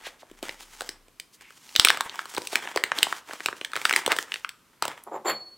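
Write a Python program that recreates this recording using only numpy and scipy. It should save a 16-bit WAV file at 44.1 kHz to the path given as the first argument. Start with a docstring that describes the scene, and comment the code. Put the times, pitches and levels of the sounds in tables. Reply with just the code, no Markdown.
"""Paper bag and pulley in a workshop

Hands tear open and squeeze a small stiff paper bag close by, then drop it on a table. Creases snap in
bursts a few milliseconds long and fingers rub the sheet between them. At the end a metal pulley is
dragged off the table top and rings. The room answers softly; the sound is almost mono."""
import sys
import numpy as np
from scipy import signal
from scipy.fft import rfft, irfft, next_fast_len
from scipy.io import wavfile
from scipy.ndimage import uniform_filter1d

SR = 44100
rng = np.random.default_rng(int(sys.argv[2]) if len(sys.argv) > 2 else 0)


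def output_pcm(signal):
    """Save a mono or channel-first signal as 16-bit PCM at the path in sys.argv[1].

    Samples are clipped to [-1, 1] before scaling.
    """
    pcm = np.clip(np.atleast_2d(signal).T, -1, 1) * 32767
    wavfile.write(sys.argv[1], SR, np.round(pcm).astype(np.int16))


N = 245838
TIME_S = np.arange(N) / SR


def undb(db):
    return 10 ** (np.asarray(db, float) / 20)


def envelope(start_s, hold_s, level_db, attack_s, fade_db_per_s):
    """Linear attack, hold, then a steady fall in dB; summed over events."""
    t = TIME_S - start_s[:, None]
    rise = np.clip(t / attack_s, 0, 1)
    fall_db = fade_db_per_s * np.clip(t - hold_s[:, None], 0, 1)
    return np.sum(rise * undb(level_db[:, None] - fall_db), axis=0)


def ring(x, pitch_hz, width_hz, order=1):
    """Causal resonance along the last axis; pitch_hz may hold one value per row."""
    size = next_fast_len(x.shape[-1] + SR // 4) if x.ndim == 1 else x.shape[-1]
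    hz = np.fft.rfftfreq(size, 1 / SR) + 1e-3
    detuning = (hz - pitch_hz ** 2 / hz) / width_hz
    return irfft(rfft(x, size) / (1 + 1j * detuning) ** order, size)[..., :x.shape[-1]]


def resonate(x, modes):
    """Steep resonances summed with alternating sign, rms 1."""
    y = sum((-1) ** k * undb(gain_db) * ring(x, pitch_hz, width_hz, order=2)
            for k, (pitch_hz, width_hz, gain_db) in enumerate(modes))
    return y / np.std(y)


def slips(rate_per_s, spread_db):
    """Sparse friction impulses of uneven size, rms 1."""
    x = (rng.random(N) < rate_per_s / SR) * rng.standard_normal(N)
    x *= undb(spread_db * rng.exponential(size=N))
    return x / np.std(x)


# Room noise spectrum: frequency_hz, density_db
AIR_SPECTRUM = [(15, -45), (25, -4), (249, 2.5), (863, -9.5), (1020, -1.5), (1790, -9.5), (2220, -8.5),
                (8360, -13), (13600, -15), (16000, -24.5)]

def room_air(mid_db=-63.5, side_db=-73.5):
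    """Steady background noise, as mid and side."""
    frequency_hz, density_db = np.transpose(AIR_SPECTRUM)
    hz = np.fft.rfftfreq(N, 1 / SR) + 1
    gain = undb(np.interp(np.log(hz), np.log(frequency_hz), density_db))
    noise = irfft(rfft(rng.standard_normal((2, N))) * gain, N)
    return noise / np.std(noise) * undb([[mid_db], [side_db]])


# Swells of the hum: start_s, hold_s, level_db
HUM_SWELLS = [(0.0, .08, -64), (0.284, .75, -59)]

def far_hum(pitch_hz=29):
    """A far, very low hum comes and goes."""
    swell = envelope(*np.transpose(HUM_SWELLS), attack_s=0.032, fade_db_per_s=123.5)
    return swell * np.sin(2 * np.pi * pitch_hz * TIME_S)


# Workshop reverberation: frequency_hz, t60_s, mid_db, side_re_mid_db
ROOM_DECAY = [(100, 0.4, 3, -12), (298, 0.56, -12, -29), (690, 0.61, -6, -22), (2000, 0.32, -15, -35),
              (6000, 0.35, -4.5, -14.5), (16000, 0.051, -9.5, -1.5)]

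def room_echoes(sound, level_db=-13.5, gap_s=0.0021, early_db=-0.5, early_decay_s=0.034):
    """Echoes start after the nearest wall and die away by octave band, as mid and side."""
    t = np.arange(SR // 2) / SR
    frequency_hz, *columns = np.transpose(ROOM_DECAY)
    tail = 0
    for band_hz in 125 * 2. ** np.arange(8):
        t60_s, mid_db, side_db = (np.interp(np.log(band_hz), np.log(frequency_hz), c) for c in columns)
        band = ring(rng.standard_normal((2, len(t))), band_hz, 0.87 * band_hz)
        tail += band * undb(mid_db - 60 * t / t60_s) * undb([[0], [side_db]])
    tail *= np.clip(t / gap_s - 1, 0, 1)
    tail *= 1 + undb(early_db) * np.exp(-t / early_decay_s)  # first echoes off table top and machine
    tail *= undb(level_db) / np.sqrt(np.sum(tail[0] ** 2))
    return signal.fftconvolve(sound[None], tail, axes=1)[:, :N]


# Pulley modes, close pairs beat: pitch_hz, peak_db, t60_s
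PULLEY_MODES = [(4373, -33, .9), (4391, -30, .9), (4450, -34, .08), (7195, -34, .06), (7228, -30, .08),
                (7258, -34, .12), (9750, -43, .1), (11190, -42, .1), (12120, -46, .12), (12480, -43, .08),
                (12960, -43, .12), (13600, -42, .15), (10600, -48, .08), (13200, -45, .1), (14300, -46, .1)]

def pulley_ring(push, lift_s=5.262, held_t60_s=0.027):
    """The metal hardly rings while pressed on the table and rings on once lifted."""
    lifted = TIME_S > lift_s
    width_times_t60 = np.log(1000) / np.pi
    out = np.zeros(N)
    for pitch_hz, peak_db, t60_s in PULLEY_MODES:
        free = ring(push * lifted, pitch_hz, width_times_t60 / t60_s)
        out += undb(peak_db) * free / np.abs(free).max()
    for pitch_hz, peak_db, _ in PULLEY_MODES[3:]:
        out += undb(peak_db + 53) * ring(push * ~lifted, pitch_hz, width_times_t60 / held_t60_s)
    return out


# Jerks of the pulley: start_s, slide_s, board_db, grit_re_board_db
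DRAG_JERKS = [(5.061, 0.014, -40, -14), (5.11, 0.051, -34.5, -17.5), (5.245, 0.053, -28, -0.5)]
# Table top modes: pitch_hz, width_hz, gain_db
BOARD_MODES = [(345, 62, 3.5), (518, 234, 0.5), (822, 230, 3.5), (977, 400, 1), (1098, 450, 0)]
# Low table modes: pitch_hz, width_hz, gain_db
BOOM_MODES = [(154, 28, -1), (227, 28, 3.5)]

def pulley_drag(grit_attack_s=0.058, metal_re_grit_db=-6.5):
    """The rim chatters over the table top: the board booms, grit scrapes and the metal is driven."""
    start_s, slide_s, board_db, grit_re_board_db = np.transpose(DRAG_JERKS)
    grit_db = board_db + grit_re_board_db
    board_gain = envelope(start_s, slide_s, board_db, attack_s=0.014, fade_db_per_s=362)
    grit_gain = envelope(start_s, slide_s, grit_db, grit_attack_s, fade_db_per_s=400)
    metal_gain = envelope(start_s, slide_s, grit_db + metal_re_grit_db, grit_attack_s, fade_db_per_s=1200)
    chatter = slips(rate_per_s=2500, spread_db=0.71)
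    push = metal_gain * rng.standard_normal(N)
    board = board_gain * resonate(chatter, BOARD_MODES)
    boom = undb(-70.5) * resonate(board_gain * chatter, BOOM_MODES)
    scrape = grit_gain * resonate(chatter, FRICTION_MODES)
    hiss = undb(-30) * ring(push, pitch_hz=10000, width_hz=9000)
    return board + boom + scrape + hiss + pulley_ring(push)


# Thumps under snaps: start_s, peak_db
LOW_THUMPS = [(1.793, -25), (1.846, -41), (2.06, -40), (2.377, -54), (3.028, -41), (3.762, -59.5),
              (3.908, -44), (4.115, -44), (4.821, -50)]

def low_thumps(half_length_s=0.00076):
    """Short one-sided pulses, heard as dull low thumps under some snaps."""
    start_s, peak_db = np.transpose(LOW_THUMPS)[:, :, None]
    centre_s = start_s + 2 * half_length_s
    return np.sum(undb(peak_db) * np.exp(-((TIME_S - centre_s) / half_length_s) ** 2), axis=0)


# Quick slides: centre_s, half_length_s, level_db, pitch_hz, width_hz
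PAPER_STROKES = [(0.068, 0.022, -37.5, 2040, 3340), (0.209, 0.015, -53.5, 3000, 5000),
                 (0.627, 0.014, -47.5, 4000, 8000), (1.345, 0.016, -53, 5000, 9000),
                 (1.46, 0.059, -54, 2240, 1200), (2.051, 0.016, -49, 9000, 9000),
                 (2.299, 0.0064, -43.5, 6000, 9000), (2.378, 0.0047, -26, 1230, 1580),
                 (2.532, 0.014, -34, 2470, 6000), (3.357, 0.11, -57, 3000, 7000),
                 (4.116, 0.018, -23, 1300, 1840), (4.836, 0.0096, -33, 1500, 2500),
                 (5.038, 0.0013, -40, 11000, 8920)]

def paper_strokes():
    """A finger or the bag slides in a short swell of grainy friction."""
    friction = 0.22 * slips(rate_per_s=1500, spread_db=5.2) + rng.standard_normal(N)
    out = np.zeros(N)
    for centre_s, half_length_s, level_db, pitch_hz, width_hz in PAPER_STROKES:
        reach_s = 3 * half_length_s
        span = slice(max(int((centre_s - reach_s) * SR), 0), int((centre_s + reach_s) * SR))
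        swell = np.exp(-((TIME_S[span] - centre_s) / half_length_s) ** 2)
        stroke = ring(friction[span], pitch_hz, width_hz, order=2)
        out[span] += undb(level_db) * swell * stroke / np.std(stroke)
    return out


# Fingers moving over the sheet: time_s, rub_db, hiss_re_rub_db
RUB_LEVELS = [(0.0, -48, -6), (.1, -52.5, 0), (.17, -65, -11), (.42, -66.5, 0.5), (.435, -40, -4.5),
              (.5, -49, -2.5), (.65, -56, 3), (.9, -53.5, 2), (1.0, -72, -20), (1.385, -95, -4),
              (1.41, -64, 2.5), (1.73, -57, 6), (1.8, -43, 2), (1.93, -39.5, -8), (2.05, -45, -11),
              (2.3, -51.5, 0), (2.5, -54, 7), (2.56, -38, -6), (2.9, -51, -9.5), (3.0, -36, -3.5),
              (3.18, -51, 1), (3.24, -79, 5), (3.3, -42.5, -6.5), (3.5, -57.5, 6), (3.72, -53.5, -6.5),
              (3.86, -41, 0.5), (3.98, -40.5, -2.5), (4.05, -43, -12), (4.2, -56, 16), (4.27, -56, -6),
              (4.38, -51, 3), (4.55, -80, 1), (4.81, -64.5, -15), (4.86, -39, -12), (5.05, -66, -7)]
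# Hollow of the bag: pitch_hz, width_hz, gain_db
CAVITY_MODES = [(380, 450, -2.5), (850, 270, 3.5)]
# Friction bands of the sheet, also of the table grit: pitch_hz, width_hz, gain_db
FRICTION_MODES = [(1300, 1090, 16), (2100, 1000, 15.5), (3300, 1140, 10.5)]
# Paper hiss bands: pitch_hz, width_hz, gain_db
HISS_BANDS = [(5000, 7850, -2), (8300, 8700, -2.5), (12200, 10000, -7)]

def finger_rubbing(grip_step_s=0.022, grip_spread_db=3.5, hollow_db=-5):
    """Tiny slips of skin on paper and an uneven hiss excite the sheet and the hollow of the bag."""
    time_s, *levels_db = np.transpose(RUB_LEVELS)
    rub_gain, hiss_gain = (undb(np.interp(TIME_S, time_s, db, left=-120, right=-120)) for db in levels_db)
    step = int(grip_step_s * SR)
    grip_steps = np.repeat(rng.standard_normal(N // step + 1), step)[:N]
    grip = undb(grip_spread_db * uniform_filter1d(grip_steps, step // 2))
    ticks = grip * slips(rate_per_s=400, spread_db=1.7)
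    smooth = grip * rng.standard_normal(N)
    hollow = undb(hollow_db) * resonate(2.6 * ticks + smooth, CAVITY_MODES)
    sheet = resonate(0.9 * ticks + smooth, FRICTION_MODES)
    hiss = hiss_gain * resonate(0.7 * ticks + smooth, HISS_BANDS)
    return rub_gain * (hollow + sheet + hiss)


# Snapping creases: start_s, level_db, panel_hz, body_re_level_db, edge_re_level_db
CREASE_SNAPS = [(0.067, -23, 560, -20, -18.5), (0.229, -35, 414, -11.5, -32), (0.312, -31, 350, -27, -19),
                (0.426, -21.5, 390, -13.5, -12.5), (0.491, -16, 2580, -21, -43),
                (0.806, -16, 1260, -21, -15.5), (0.817, -19, 660, -25, -18),
                (0.889, -17.5, 4700, -21.5, -14), (1.081, -44.5, 353, -22, -13),
                (1.197, -33, 3470, -21, -0.5), (1.408, -39.5, 1980, -21.5, -13),
                (1.504, -32.5, 1310, -22, -20), (1.69, -32, 3350, -28.5, -25.5),
                (1.751, -18, 2880, -19.5, -24), (1.76, -7, 2950, -32.5, -10.5),
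                (1.795, 0.5, 3080, -35.5, -13), (1.847, -4, 2620, -26, -3), (1.852, -11, 1990, -21.5, -30),
                (1.87, -5, 1550, -29.5, -22), (1.884, -1.5, 3100, -39.5, -25),
                (1.895, -8.5, 3320, -22.5, -25), (1.901, 0, 1830, -32, -21.5),
                (1.971, -15, 1300, -23, -16.5), (2.006, -6, 1290, -46, -17),
                (2.06, -21.5, 1050, -25.5, -29), (2.094, -20, 3300, -32, -50), (2.146, -28, 1190, -40, -22),
                (2.155, -26, 926, -23, -14), (2.19, -11, 1390, -38, -75), (2.254, -23, 1220, -23.5, -17.5),
                (2.347, -25, 5000, -20.5, -13), (2.364, -18.5, 4130, -23, -21),
                (2.378, -11, 965, -11, -18.5), (2.417, -28.5, 4190, -12, -12.5),
                (2.47, -20, 4700, -32, -8.5), (2.528, -18, 462, -18, -19.5), (2.554, -5.5, 2250, -29, -15),
                (2.653, -32.5, 1750, -6.5, -23), (2.672, -15.5, 1300, -31, -50),
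                (2.759, -9, 412, -18.5, -17.5), (2.772, -6, 1270, -27, -23.5), (2.836, -6, 2000, -25, -16),
                (2.916, -5.5, 1700, -22.5, -35.5), (2.985, -12, 3320, -22.5, -16.5),
                (3.028, -5, 2960, -28.5, -8.5), (3.067, -12, 820, -19.5, -31), (3.124, -8, 1380, -29, -28),
                (3.293, -27, 446, -21, -29), (3.308, -21.5, 1780, -20, -40),
                (3.332, -22.5, 496, -18, -15.5), (3.403, -20, 1940, -20.5, -24.5),
                (3.458, -10, 2000, -21.5, -11.5), (3.484, -9, 890, -19, -31),
                (3.526, -18, 1410, -17.5, -43), (3.611, -17.5, 1690, -18.5, -30),
                (3.646, -16, 2100, -41, -15.5), (3.716, -34, 1870, -23.5, -11.5),
                (3.732, -14, 1500, -33, -26), (3.754, -16, 2230, -20, -21), (3.762, -10, 1360, -25, -19),
                (3.771, -18, 2100, -16.5, -28), (3.814, -22.5, 2020, -26, -14), (3.851, -1, 1780, -43, -23),
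                (3.893, -10, 2100, -30.5, -17), (3.908, -5, 1680, -30, -29), (3.925, -16, 2300, -16, -8),
                (3.935, -7, 2140, -27.5, -25.5), (3.96, -5, 1980, -29, -12), (4.061, -16, 2290, -11.5, -6),
                (4.076, -7.5, 530, -16.5, -23), (4.117, -5, 1840, -23.5, -16.5),
                (4.124, -9, 1570, -23.5, -21), (4.163, -22.5, 1550, -13, -8),
                (4.185, -7.5, 1730, -25.5, -18.5), (4.318, -12.5, 2450, -40, -36),
                (4.339, -15, 2440, -32, -18.5), (4.357, -19.5, 2100, -27, -33),
                (4.445, -11, 1650, -47, -37), (4.49, -28.5, 3000, -45, -6.5), (4.822, -6, 1140, -22, -17),
                (4.851, -12, 1070, -17, -15.5), (4.878, -14, 826, -13.5, -15)]

def crease_snaps(attack_s=0.00015, decay_s=0.0013, delay_s=0.0016, cutoff_hz=290, snap_samples=2048):
    """A crease gives way in a short tremor that rings the nearest panel, the bag and the paper edge."""
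    start_s, level_db, panel_hz, body_db, edge_db = np.transpose(CREASE_SNAPS)[:, :, None]
    t = np.arange(snap_samples) / SR
    burst = (1 - np.exp(-t / attack_s)) * np.exp(-t / decay_s)
    tremor = burst * rng.standard_normal((len(start_s), snap_samples))
    low_cut = signal.butter(2, cutoff_hz, "high", fs=SR, output="sos")  # small panels radiate little bass
    panel = signal.sosfilt(low_cut, ring(tremor, panel_hz, width_hz=0.61 * panel_hz + 150, order=2))
    parts = [(panel, -6),
             (ring(tremor, pitch_hz=160, width_hz=140, order=2), body_db - 11.5),  # thud of the hand
             (ring(tremor, pitch_hz=450, width_hz=550, order=3), body_db + 5.5),
             (ring(tremor, pitch_hz=2740, width_hz=3600, order=2), edge_db + 6),
             (ring(tremor, pitch_hz=7570, width_hz=1500, order=2), edge_db + 1),
             (ring(tremor, pitch_hz=13200, width_hz=5700, order=2), edge_db - 3)]
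    snaps = 0
    for part, part_db in parts:  # each carries the energy of 1 ms at its level
        energy_ms = np.sum(part ** 2, axis=1, keepdims=True) * 1000 / SR
        snaps += undb(level_db + part_db) * part / np.sqrt(energy_ms)
    out = np.zeros(N + snap_samples)
    for start, snap in zip(((start_s[:, 0] + delay_s) * SR).astype(int), snaps):
        out[start:start + snap_samples] += snap
    return out[:N]


def scene():
    """Bag and pulley in the centre, the room around them; left and right."""
    near = crease_snaps() + finger_rubbing() + paper_strokes() + pulley_drag()
    hum = far_hum()
    direct = np.array([near + low_thumps() + hum, 0.1 * hum])
    mid, side = direct + room_air() + room_echoes(near)
    return np.array([mid + side, mid - side])


def record(dry):
    """The loudest snaps clip at full scale, then the top is cut."""
    cutoff_hz = 15900
    low_pass = signal.ellip(9, 0.2, 85, cutoff_hz, fs=SR, output="sos")
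    return signal.sosfilt(low_pass, np.clip(dry, -1, 1))


dry = scene()
out = record(dry)
output_pcm(out)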